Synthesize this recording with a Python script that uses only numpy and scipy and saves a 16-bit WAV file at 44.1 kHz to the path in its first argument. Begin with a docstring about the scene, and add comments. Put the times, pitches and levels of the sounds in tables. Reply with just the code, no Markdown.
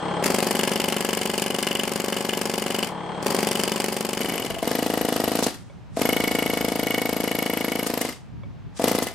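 """Carving stone with a pneumatic hammer

A sculptor works a stone on a pallet outdoors, close by at first, then from further off. Each piston
stroke puffs out a low thud, drives the ringing chisel into the stone a few ms later and vents again on
its way back. A compressor chugs behind the close spell; wind and small ticks fill the later pauses."""
import sys
import numpy as np
from scipy import signal
from scipy.fft import rfft, irfft, next_fast_len
from scipy.io import wavfile
from scipy.ndimage import uniform_filter1d

SR = 44100
rng = np.random.default_rng(int(sys.argv[2]) if len(sys.argv) > 2 else 0)


def put_to_file(sound):
    """Save the sound as 16-bit audio at rate SR, in the file named by the first command-line argument."""
    columns = np.atleast_2d(sound).T  # one column per channel
    safe = np.clip(columns, -1, 1)
    whole_steps = np.round(safe * 32767)
    wavfile.write(sys.argv[1], SR, whole_steps.astype(np.int16))


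N = 403074
T = np.arange(N) / SR
AGE = np.arange(int(.1 * SR)) / SR  # time since a blow [s]
AGE_MS = AGE * 1000


def undb(db):
    """Decibels to gain."""
    return 10 ** (np.asarray(db) / 20)


def unit(x):
    """Scale to rms 1."""
    return x / np.sqrt(np.mean(x ** 2))


def per_stroke(sound):
    """Scale one stroke so that 25 of them a second have rms 1."""
    return sound * np.sqrt(SR / 25 / np.sum(np.abs(sound) ** 2))


def fader(rows):
    """A gain that rides through (time [s], level [dB]) points."""
    return undb(np.interp(T, *np.transpose(rows)))


def swell(s, db, rise_s, decay_s):
    """A gain that climbs to a peak at time s and dies away."""
    return undb(db) * np.exp(-np.maximum((s - T) / rise_s, (T - s) / decay_s))


def drift(rate):
    """A random wander of rms 1, turning about rate times a second."""
    hold = int(SR / rate)
    steps = np.repeat(rng.standard_normal(N // hold + 1), hold)
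    return unit(uniform_filter1d(steps, hold)[:N])


def add(out, s, sound):
    """Mix a sound in at time s."""
    start = max(int(s * SR), 0)
    part = out[..., start:start + sound.shape[-1]]
    part += sound[..., :part.shape[-1]]


def band(x, low_hz, high_hz, order=3):
    """High-pass and low-pass in series."""
    high_pass = signal.butter(order, low_hz, "high", fs=SR, output="sos")
    low_pass = signal.butter(order, high_hz, fs=SR, output="sos")
    return signal.sosfilt(np.vstack([high_pass, low_pass]), x)


def eq_curve(colour, hz):
    """Gains at hz of a (frequency [Hz], level [dB]) colour."""
    points_hz, db = np.transpose(colour)
    return undb(np.interp(np.log(hz), np.log(points_hz), db))


def noise(colour, width=None):
    """Coloured stereo noise; width is the side gain, by default narrow in the bass and wider on top."""
    size = next_fast_len(N)
    hz = np.maximum(np.fft.rfftfreq(size, 1 / SR), 1)
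    if width is None:
        width = 0.64 * np.minimum(hz / 4500, 1) ** 0.38
    roll_off = np.minimum(hz / colour[0][0], 1) ** 2 * np.minimum(colour[-1][0] / hz, 1) ** 4
    gain = eq_curve(colour, hz) * roll_off
    white = rfft(rng.standard_normal((2, size)))
    mid, side = irfft(white * [gain, gain * width], size)[:, :N]
    return np.array([mid + side, mid - side]) / mid.std()


def ring(times, gains, modes, width, scatter_db=2.5, wander_rad=0.8, rise_ms=0.87, bend_hz=0):
    """Modes struck anew by every blow; the contact varies their level and phase and can bend the pitch."""
    hz, t60, db = np.transpose(modes)[:, :, None]
    attack = 1 - np.exp(-AGE_MS / rise_ms)
    partials = undb(db) * np.exp((2j * np.pi * hz - np.log(1000) / t60) * AGE) * attack
    partials = per_stroke(partials) * np.sqrt(2)
    out = np.zeros((2, N))
    chance = rng.standard_normal((len(times), 3, len(modes)))
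    for s, gain, bend, (size, wander, side) in zip(times, gains, bend_hz + 0 * times, chance):
        phase = wander_rad * wander + width * side * np.array([[1], [-1]])
        weights = gain * undb(scatter_db * size) * np.exp(1j * phase)
        add(out, s, (weights @ partials * np.exp(2j * np.pi * bend * AGE)).real)
    return out


def knocks(events, modes):
    """Single (time [s], level [dB]) blows on one set of modes."""
    times, db = np.transpose(events)
    return ring(times, undb(db), modes, width=.2, scatter_db=2.0, wander_rad=0.23)


def clack(times, gains, colour, decay_ms, rise_ms):
    """Crowded, heavily damped modes of a struck body: the same dry knock on every blow."""
    envelope = (1 - np.exp(-AGE_MS / rise_ms)) ** 2 * np.exp(-AGE_MS / decay_ms)
    knock = per_stroke(noise(colour)[:, :len(AGE)] * envelope) * np.sqrt(2)
    hits = np.bincount((times * SR).astype(int), gains, N)
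    return signal.fftconvolve(hits[None, :N], knock, axes=1)[:, :N]


# The airy bed of the valley (frequency [Hz], level [dB])
VALLEY_COLOUR = [(100, -5.5), (400, -3), (800, -2.5), (1500, -9.5), (3000, -15.5), (6000, -26),
                 (10000, -38.5), (16000, -42.5)]


def valley():
    """The open valley lays a faint, steady hush under everything."""
    return undb(-54.5) * noise(VALLEY_COLOUR, width=0.57)


# The breeze and its short buffets (time [s], level [dB])
BREEZE = [(4.0, -55), (4.5, -52), (5.3, -50), (5.9, -49.5), (6.2, -44), (8.0, -55.5), (8.3, -45.5),
          (8.8, -48.5)]
BUFFETS = [(4.53, -39), (5.62, -46.5), (5.77, -47), (5.94, -45), (8.36, -40), (8.476, -39), (8.67, -41.5)]
# Their low rumble (frequency [Hz], level [dB])
WIND_COLOUR = [(12, -50.5), (20, -32.5), (57, -8.5), (128, -2), (147, -8), (162, -4.5), (203, -9.5),
               (400, -26.5), (520, -51), (880, -120)]


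def wind(buffet_s=0.025):
    """Wind on the microphone: a wide rumble with quick bumps."""
    buffets = sum(swell(s, db, buffet_s, buffet_s) for s, db in BUFFETS)
    return (fader(BREEZE) + buffets) * noise(WIND_COLOUR, width=1.5)


# The dull tone of the yard's tail (frequency [Hz], level [dB])
YARD_COLOUR = [(130, 11), (500, 6.5), (1500, 7.0), (5000, 6.0), (14000, -68.5)]


def yard(x, t60=0.26, wet_db=-16.0, build_s=0.0051):
    """Wood piles and sheds scatter back a thin, short reverb."""
    t = T[:SR]
    tail = noise(YARD_COLOUR)[:, :SR] * undb(-60 * t / t60) * (1 - np.exp(-t / build_s))
    tail /= np.sqrt(np.sum(tail[0] ** 2))
    return undb(wet_db) * signal.fftconvolve(x, tail, axes=1)[:, :N]


# The compressor's fader ride (time [s], level [dB])
COMPRESSOR_RIDE = [(0, -27.5), (.2, -26), (.32, -30.5), (1.3, -35.5), (2.7, -36), (2.95, -33.5),
                   (3.2, -30.5), (3.35, -30.5), (4.0, -36.5), (4.8, -40.5), (5.2, -100)]
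# Its rushing air, its boxy knock and the tones of its squeak (frequency [Hz], level [dB])
RUSH_COLOUR = [(24, -60), (40, -27), (75, -23.5), (107, -32.5), (139, -19), (202, -3), (309, -6.5),
               (890, -4), (1400, -14.5), (2560, -23.5), (3240, -17), (3910, -30), (4300, -29),
               (6870, -36.5), (8600, -34), (11000, -70), (14300, -119)]
HOUSING_COLOUR = [(120, -41), (160, 0), (210, 4), (310, -8), (640, -9), (860, -4), (1000, -11),
                  (1300, -19.5), (2200, -27)]
SQUEAKS = [(3220, -11), (1756, -13), (1545, -16.5), (4130, -21), (4441, -27), (8340, -20.5)]


def compressor(crank_hz=17.62, first_s=.0245, waver_hz=15, flutter_db=1.8):
    """Two pistons chug on each turn of the crank: the housing knocks, air rushes, a squeak wavers."""
    turns = (T - first_s) * crank_hz
    crank_phase, piston_phase = turns % 1, 2 * turns % 1
    beat_s = .5 / crank_hz
    beats = np.arange(first_s % beat_s, T[-1], beat_s)
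    late, size = rng.standard_normal((len(beats), 2)).T
    housing = clack(beats + .0004 * late, undb(0.93 * size), HOUSING_COLOUR, decay_ms=13.5, rise_ms=2.7)
    chug = unit(0.5 + 1.2 * (1 - np.exp(-piston_phase / 0.064)) * np.exp(-piston_phase / 0.13))
    once_a_turn = unit(0.5 + np.exp(-crank_phase / .7) * (1 - np.exp(-crank_phase / 0.078)))
    tones = np.zeros(N)
    for hz, db in SQUEAKS:
        gain = undb(db + flutter_db * drift(45))
        pitch_hz = hz + waver_hz * (drift(14) + drift(160))
        tones += gain * np.sin(2 * np.pi * np.cumsum(pitch_hz) / SR)
    squeak = once_a_turn * unit(tones)
    rush = chug * noise(RUSH_COLOUR)
    return fader(COMPRESSOR_RIDE) * (undb(-1.5) * unit(housing) + undb(-4.0) * rush + undb(-16.5) * squeak)


# Little breaths of air (time [s], level [dB], rise [s], decay [s])
LEAKS = [(5.5, -52, .004, 0.12), (5.99, -40, 0.019, .01), (8.1, -45, .02, 0.054),
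         (8.775, -40, 0.0097, 0.017)]
# Their hiss (frequency [Hz], level [dB])
LEAK_COLOUR = [(300, -2), (1000, 3), (2100, 2), (4000, 3), (5500, 5), (9000, 3), (12000, -16.5),
               (16000, -27)]


def valve_leaks():
    """Air slips past the half-open valve as the trigger moves."""
    return sum(swell(*leak) for leak in LEAKS) * noise(LEAK_COLOUR)


# Light ticks in the pauses (time [s], level [dB])
TOUCHES = [(5.698, -52), (8.434, -50.5)]
# What they set ringing (frequency [Hz], t60 [s], level [dB])
TOUCH_MODES = [(557, .05, 2), (1050, 0.023, 2), (2240, 0.075, -5), (3370, .02, -6)]


def chisel_touches():
    """The chisel tip ticks as it is set down on the stone."""
    return knocks(TOUCHES, TOUCH_MODES)


# Hollow pops (time [s], level [dB])
POPS = [(4.5015, -31.5), (4.566, -35), (4.6268, -33), (5.9708, -36), (8.7961, -28.5), (9.112, -44)]
# The barrel's resonances (frequency [Hz], t60 [s], level [dB])
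BARREL_MODES = [(560, 0.051, 0), (665, 0.057, 6), (835, 0.029, -18)]


def barrel_pops():
    """The barrel pops as the piston starts to move."""
    return knocks(POPS, BARREL_MODES)


# Short, bright rasps (time [s], centre [Hz], level [dB])
SCRAPES = [(5.392, 7000, -34), (5.432, 5800, -27), (5.439, 5500, -25), (7.868, 8600, -27.5),
           (8.013, 8800, -27), (8.881, 9000, -27), (8.893, 8430, -36), (8.952, 8700, -31),
           (9.027, 8400, -29.5), (9.039, 8600, -36)]


def scrapes(rise_s=0.00082, decay_s=0.0076, edge_ratio=1.2):
    """The tip skids and flakes the stone: a flick of band-passed noise."""
    out = np.zeros((2, N))
    envelope = 2 * (1 - np.exp(-AGE / rise_s)) * np.exp(-AGE / decay_s)
    for s, hz, db in SCRAPES:
        rasp = band(rng.standard_normal((2, len(AGE))), hz / edge_ratio, hz * edge_ratio, order=2)
        add(out, s, undb(db) * unit(rasp) * envelope)
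    return out


def thuds(times, gains, echoes, low_hz, high_hz, scatter_db=1.46, lead_ms=0.73):
    """The exhaust puff, one fast swing of pressure, with near reflections that vary as the tool shakes."""
    lag_ms, path_gain = np.vstack([(0, 1), echoes]).T
    lags = np.abs(lag_ms * SR / 1000).astype(int)
    swing = -band(signal.unit_impulse(len(AGE)), low_hz, high_hz)
    one_thud = signal.fftconvolve(np.bincount(lags, path_gain), swing)
    shake_db = scatter_db * rng.standard_normal((len(times), len(lags))) * np.minimum(lag_ms / 4, 1)
    sizes = gains[:, None] * path_gain * undb(shake_db)
    arrivals = ((times - lead_ms / 1000) * SR).astype(int)[:, None] + lags
    puffs = np.bincount(arrivals.ravel(), sizes.ravel(), N)[:N]
    return signal.fftconvolve(puffs, swing)[:N] * per_stroke(one_thud).max() / one_thud.max()


def grit(times, gains, bursts, colour, scatter_db, grain_db=3, jitter_ms=.12):
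    """Bursts of air and crushed stone, grainy and each a little different from stroke to stroke."""
    power = np.zeros(N)
    envelopes = np.array([undb(db) * (1 - np.exp(-AGE_MS / rise)) * np.exp(-AGE_MS / decay)
                          for _, rise, decay, db in bursts])
    for (delay_ms, *_), envelope in zip(bursts, per_stroke(envelopes)):
        for s, gain, (size, late) in zip(times, gains, rng.standard_normal((len(times), 2))):
            onset = s + (delay_ms + jitter_ms * late) / 1000
            add(power, onset, (gain * undb(scatter_db * size) * envelope) ** 2)
    roughness = unit(uniform_filter1d(rng.standard_normal(N), size=48))
    return np.sqrt(power) * unit(undb(grain_db * roughness)) * noise(colour)


# The hard edge of the transient (frequency [Hz], level [dB])
SNAP_COLOUR = [(400, -27), (1200, -8.5), (1700, 0), (2500, -1.5), (3200, -13), (3900, -11), (4700, -2),
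               (5400, -7), (7000, -22), (12000, -29)]


def snap(times, gains, size=512):
    """The bare click of steel on stone, the same on every blow."""
    hz = np.maximum(np.fft.rfftfreq(size, 1 / SR), 1)
    cepstrum = irfft(np.log(eq_curve(SNAP_COLOUR, hz)))
    click = irfft(np.exp(rfft(2 * cepstrum[:size // 2], size)))  # minimum phase keeps the attack tight
    hits = np.bincount((times * SR).astype(int), gains, N)
    return signal.fftconvolve(hits, per_stroke(click))[:N]


# A stroke has five layers: thud, grit, chisel ring, stone ring, chisel ping.
# Variation from stroke to stroke (scatter [dB] per layer)
STROKE_SCATTER_DB = (0.22, 0.15, 1.2, 0.99, 0.64)
# Accents where a chip breaks off (time [s], extra grit [dB])
CHIPS = [(.385, 1.5), (1.713, -3), (3.47, 2), (3.594, 2), (3.677, -1), (3.8, 3), (8.012, 3.5), (8.879, 2.5),
         (8.95, 0)]
# The stone gives way (time [s]), with more grit and less ring (offset [dB] per layer)
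CRUMBLES = [5.317, 5.39, 5.426, 5.466, 7.865, 8.05, 8.95, 9.023]
CRUMBLE_DB = (-1, 1, -3, -6.5, -8)
# Trims on a loose blow's ring level (chisel ring [dB], stone ring [dB], chisel ping [dB])
LOOSE_RING_DB = (-4.5, -2, -7.5)


def strokes(pulls, surge, balance_db, seat, seat_share, loose, window_s=.015):
    """Rows of (time, five layer gains): the hose's surge sags after each pull, the seat sets the ring."""
    surge_db, surge_s, kick_db, kick_s = surge
    rows = []
    for force_db, drift_db, extra_db, tempo, last in pulls:
        ends = [s for s, _ in tempo[1:]] + [last]
        runs = [np.linspace(s, end, max(round((end - s) * rate), 1), endpoint=False)
                for (s, rate), end in zip(tempo, ends)]
        times = np.concatenate(runs + [[last]])
        age = times - times[0]
        boost_db = surge_db * np.exp(-age / surge_s) + kick_db * np.exp(-age / kick_s)
        db = (force_db + drift_db * age + boost_db)[:, None] + balance_db
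        db += np.outer(np.interp(times, *np.transpose(seat)), seat_share)
        crumbling = np.abs(times[:, None] - CRUMBLES).min(axis=1) < window_s
        db += np.outer(crumbling, CRUMBLE_DB)
        db[:, -2:] += extra_db  # stone ring and chisel ping
        db[:, 1] += sum(chip_db * (np.abs(times - s) < window_s) for s, chip_db in CHIPS)
        db += STROKE_SCATTER_DB * rng.standard_normal(db.shape)
        rows += list(np.column_stack([times, undb(db)]))
    for s, thud_db, grit_db, ring_db in loose:
        rows.append([s, undb(thud_db), undb(grit_db), *undb(ring_db + np.array(LOOSE_RING_DB))])
    return np.array(rows)


# One sharp crack as the edge bites (delay [ms], rise [ms], decay [ms], level [dB])
CRACK_BURST = [(0, 0.1, 0.65, 0)]
# The dry knock of stone and tool body (frequency [Hz], level [dB])
CLACK_COLOUR = [(450, -23), (650, -1.5), (850, 6), (1200, -11.5), (1800, -1.5), (2600, -7.5), (3500, -22)]


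def hammer(blows, echoes, bursts, grit_colour, crack_colour, modes, stone_bend, *, thud_hz, strike_ms,
           grit_scatter_db, pallet_db, pallet_ms, crack_db, snap_db, clack_db, clack_ms,
           chisel_rise_ms, stone_rise_ms, wobble_hz=15):
    """Each stroke thuds, then the piston lands with a crack; chisel, stone and pallet ring under grit."""
    times, thud, dust, chisel, stone, ping = blows.T
    chisel_modes, stone_modes, ping_modes, pallet_modes = modes
    landing = times + strike_ms / 1000
    out = thuds(times, thud, echoes, *thud_hz) + grit(times, dust, bursts, grit_colour, grit_scatter_db)
    bite = np.sqrt(dust * ping)  # sharpest on firm stone, where the steel pings too
    out += grit(landing, bite * undb(crack_db), CRACK_BURST, crack_colour, scatter_db=0, grain_db=1.0)
    out += snap(landing, bite * undb(snap_db))
    out += clack(landing, thud * undb(clack_db), CLACK_COLOUR, clack_ms, rise_ms=0.13)
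    seated = dict(scatter_db=.8, wander_rad=.25)  # firmly seated, each blow rings much like the last
    rattle_hz = wobble_hz * rng.standard_normal(len(times))  # the chisel rattles in the hand
    shift_hz = np.interp(times, *np.transpose(stone_bend))
    out += ring(landing, chisel, chisel_modes, 0.22, rise_ms=chisel_rise_ms, bend_hz=rattle_hz, **seated)
    out += ring(landing, stone, stone_modes, 0.19, rise_ms=stone_rise_ms, bend_hz=shift_hz, **seated)
    out += ring(landing, ping, ping_modes, width=0.68, rise_ms=.2)
    # the slats answer every blow alike, which gives the chatter its pitched buzz
    return out + ring(times + pallet_ms / 1000, thud * undb(pallet_db), pallet_modes,
                      width=0.11, scatter_db=.5, wander_rad=0.092, rise_ms=4.2)


# Pulls of the trigger (force [dB], drift [dB/s], (extra stone ring [dB], extra ping [dB]),
# tempo as (from [s], rate [strokes/s]), last stroke [s])
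FAR_PULLS = [(-36.5, 10, (0, 3), [(4.2058, 25), (4.286, 28.5), (4.3561, 24)], 4.398), (-29.5, 6, (-3.4, -1),
             [(4.675, 25.9), (4.7522, 26.9), (5.0495, 26.6), (5.1622, 25.8), (5.3172, 27.5), (5.426, 25)],
             5.4663), (-28, -0.34, (1.24, 1.2), [(6.016, 26.6), (6.0911, 27.1), (6.905, 26.7),
             (7.092, 27.1), (7.4978, 27.2), (7.8657, 29), (7.9, 26.6)], 8.0507), (-26.5, -8, (-1, 0),
             [(8.8415, 27.4), (8.8792, 28.1), (8.9859, 26.6)], 9.0235)]
# The full hose's opening punch (surge [dB], decay [s], first kick [dB], decay [s])
FAR_SURGE = (2.7, 0.35, 1.9, 0.058003)
# The mix of a stroke against its force (offset [dB] per layer)
FAR_BALANCE_DB = (0, -7.5, -14, -13, -13)
# How freely the chisel rings as the hand shifts its seat (time [s], level [dB]), and each layer's share
FAR_SEAT = [(4.2, 3.5), (4.7, -1.5), (5.15, 0), (5.35, -3), (6.016, -6), (6.054, 5), (6.28, 6.5),
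            (6.32, 1.5), (6.39, 6), (6.74, -1), (6.95, 9.5), (7.13, -1.5), (7.3, 4.5), (7.8, 3), (7.9, -7),
            (7.98, -7), (8.012, 4), (8.06, 2), (8.85, -5), (9.02, -2)]
FAR_SEAT_SHARE = (-0.0024, 0.027, 0.93, 1, 0.019)
# Loose blows as the trigger opens or shuts (time [s], thud [dB], grit [dB], ring [dB])
FAR_LOOSE = [(4.4474, -33.5, -36, -43), (4.5018, -38, -42, -41), (4.6276, -34, -36, -42),
             (4.653, -37, -40, -46), (5.505, -66, -48, -56), (5.544, -51, -44, -61),
             (5.9716, -30.5, -39.5, -62), (5.994, -30.5, -37.5, -57), (8.0888, -34.5, -38, -40),
             (8.126, -63, -50, -48), (8.7964, -28.5, -36.5, -58), (8.8193, -32, -35.5, -50),
             (9.069, -35, -36.5, -38.5), (9.112, -60, -52, -55)]
# The thud off bench, stone, body and wood piles (delay [ms], gain: negative from the back of the tool)
FAR_ECHOES = [(0.346, 0.58), (2.85, -0.2), (4.36, 0.43), (5.59, -0.091), (7.2, 0.17), (10.2, 0.054),
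              (12.4, 0.12), (15.5, -0.25), (18.2, -0.31)]
# Valve, crumbling chips, return vent and air leak (delay [ms], rise [ms], decay [ms], level [dB])
FAR_BURSTS = [(-1.4, 1.2, 2.4, -3.5), (2.3, 0.69, 2.9, -5.5), (14.8, 1.6, 4.3, -10),
              (-8.5, 1.78, 59, -16.5)]
# Colours of the grit and of the crack (frequency [Hz], level [dB])
FAR_GRIT = [(300, 11.5), (1050, 5.5), (1400, 4), (2500, 2.5), (3900, 1.5), (5000, 3), (6500, -1.5),
            (7300, -0.5), (9200, 0), (10500, -5.5), (12000, -3.5), (13700, -15), (14700, -26), (16000, -27)]
FAR_CRACK = [(600, -4), (1800, 11), (3900, -7), (5000, -6), (6300, -16), (7300, -1), (9400, 6), (11000, -2),
             (13800, -0.5), (16000, -23)]
# Four banks: chisel bending, stone, steel lengthwise, pallet (frequency [Hz], t60 [s], level [dB])
FAR_MODES = ([(2819, 0.039, -5.5), (2896, 0.033, 4), (2950, 0.048, -0.5), (3370, 0.037, -6)],
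             [(1460, 0.024, -7.5), (1897, 0.023, -1.5), (2007, 0.034, -2.5), (2210, 0.052, 0)],
             [(12600, 0.028, -0.5), (12625, 0.11, -16), (13200, 0.0071, 0.5), (13550, 0.006, 4.5)],
             [(117, 0.18, -2), (218, 0.224, -6), (509.7, 0.18, 0.3), (706, 0.2, 1), (831.4, 0.054, 12.5),
             (965, 0.037, 1), (1237, 0.034, 13)])
# The stone's ring shifts as the tip bears on another spot (time [s], shift [Hz])
FAR_STONE_BEND = [(4.6, 30), (4.75, -280), (5.45, -320), (6.0, -14), (6.2, -2), (7.8, 5.5), (7.95, -110),
                  (8.15, -130), (8.85, -180), (9.1, -170)]


def far_carving():
    """Four pulls of the trigger from further off, with a softer crack and a slower bloom to the ring."""
    blows = strokes(FAR_PULLS, FAR_SURGE, FAR_BALANCE_DB, FAR_SEAT, FAR_SEAT_SHARE, FAR_LOOSE)
    return hammer(blows, FAR_ECHOES, FAR_BURSTS, FAR_GRIT, FAR_CRACK, FAR_MODES, FAR_STONE_BEND,
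                  thud_hz=(189, 675), strike_ms=1.89, grit_scatter_db=0.5, pallet_db=-12, pallet_ms=2.616,
                  crack_db=-5, snap_db=-8, clack_db=-17.5, clack_ms=13,
                  chisel_rise_ms=3.3, stone_rise_ms=3.1)


# Pulls up close (force [dB], drift [dB/s], (extra stone ring [dB], extra ping [dB]),
# tempo as (from [s], rate [strokes/s]), last stroke [s])
CLOSE_PULLS = [(-31, 0.25, (0.28, 0), [(.261, 24.1), (1.0483, 24.2)], 2.8283), (-31.5, -1, (-0.91, -1),
               [(3.2631, 23.4), (3.3059, 24.2)], 4.5862)]
# Opening punch (surge [dB], decay [s], first kick [dB], decay [s])
CLOSE_SURGE = (6.4, 0.48, 0.5, .04)
# Stroke mix (offset [dB] per layer)
CLOSE_BALANCE_DB = (0, -4, -5.5, -11.5, -20.5)
# The seat opens and chokes the ring (time [s], level [dB]), and each layer's share
CLOSE_SEAT = [(.26, -19), (.58, -0.5), (1.3, -0.5), (1.59, 2), (1.63, 6.5), (1.795, 6), (1.835, -3),
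              (2.085, -4), (2.125, 5), (2.21, -5), (2.25, -6), (2.29, 3), (2.335, 3.5), (2.375, -4),
              (2.5, -4.5), (2.83, 4), (3.26, -22), (3.55, 0), (4.05, -8), (4.5, 6)]
CLOSE_SEAT_SHARE = (0.0093, 0.091, 0.82, 0.62, 0.0013)
# Loose blows (time [s], thud [dB], grit [dB], ring [dB])
CLOSE_LOOSE = [(0.227, -28.5, -47.5, -54), (0.24, -38, -29.5, -49), (2.8708, -41.5, -43, -44),
               (3.228, -33.5, -40, -66)]
# Early reflections of the thud (delay [ms], gain)
CLOSE_ECHOES = [(0.475, 0.92), (3.29, -0.28), (4.12, -0.03), (5.09, 0.45), (6.49, -0.5), (10.5, 0.071),
                (13.4, 0.019), (19.7, 0.11)]
# Valve, chips, return vent and leak (delay [ms], rise [ms], decay [ms], level [dB])
CLOSE_BURSTS = [(-0.38, 0.38, 1, 6), (3, 0.26, 3.9, -5.5), (17, 1.7, 2.7, 1), (-7, 3.4, 51, -16.5)]
# Brighter grit and crack (frequency [Hz], level [dB])
CLOSE_GRIT = [(300, -8.5), (850, 5), (1300, 0), (2500, 7), (3900, -2.5), (4700, 6), (6200, -0.5), (7250, 3),
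              (8000, 0), (8900, 3.5), (10900, -4.5), (13400, -5), (14400, -8), (16000, -22)]
CLOSE_CRACK = [(600, -7.5), (1700, 3), (2600, 2.5), (3900, -12), (4700, 5), (6200, -9.5), (7250, 5.5),
               (8900, 6.5), (11000, -2.5), (13400, 2.5), (16000, -18)]
# Chisel bending, stone, steel lengthwise, pallet (frequency [Hz], t60 [s], level [dB])
CLOSE_MODES = ([(2480, 0.019, -1), (2684, 0.018, 3), (2877, 0.029, 1.5), (2942, 0.024, 8.5),
               (3026, 0.04, -3), (3470, 0.024, -3)], [(1410, .07, -7.5), (1569, 0.067, 0.5),
               (1677, 0.028, 10.5), (2067, 0.12, 2), (2120, 0.051, 5.5), (2260, 0.066, 3),
               (4680, 0.025, -3)], [(12700, 0.036, 1), (13400, 0.012, -0.5)], [(225, 0.13, 5),
               (359, 0.12, -4.5), (556, 0.09, -1)])
# A slight bend in the stone's ring (time [s], shift [Hz])
CLOSE_STONE_BEND = [(2.8, 1.5), (3.3, -13.5)]


def close_carving(fade_from_s=4.14, fade_db_per_s=17):
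    """Two long, crisp pulls right at the stone; the second fades as the far spell comes in."""
    blows = strokes(CLOSE_PULLS, CLOSE_SURGE, CLOSE_BALANCE_DB, CLOSE_SEAT, CLOSE_SEAT_SHARE, CLOSE_LOOSE)
    blows[:, 1:] *= undb(-fade_db_per_s * np.maximum(blows[:, :1] - fade_from_s, 0))
    return hammer(blows, CLOSE_ECHOES, CLOSE_BURSTS, CLOSE_GRIT, CLOSE_CRACK, CLOSE_MODES,
                  CLOSE_STONE_BEND, thud_hz=(217, 826), strike_ms=2.95, grit_scatter_db=1.0,
                  pallet_db=-9, pallet_ms=2.45, crack_db=1.5, snap_db=-4, clack_db=-19.5, clack_ms=7.4,
                  chisel_rise_ms=2.2, stone_rise_ms=1.0)


def scene(left_db=2.5):
    """Carving and compressor sit a little to the left, with the open air all around."""
    tool = close_carving() + far_carving() + barrel_pops() + scrapes()
    pan = undb(np.array([[left_db], [-left_db]]) / 2)
    work = (tool + yard(tool) + compressor()) * pan
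    return work + wind() + valve_leaks() + valley() + chisel_touches()


def record(dry, top_hz=16100):
    """A steep low-pass trims the very top."""
    return signal.sosfilt(signal.ellip(10, .2, 80, top_hz, fs=SR, output="sos"), dry)


dry = scene()
out = record(dry)
put_to_file(out)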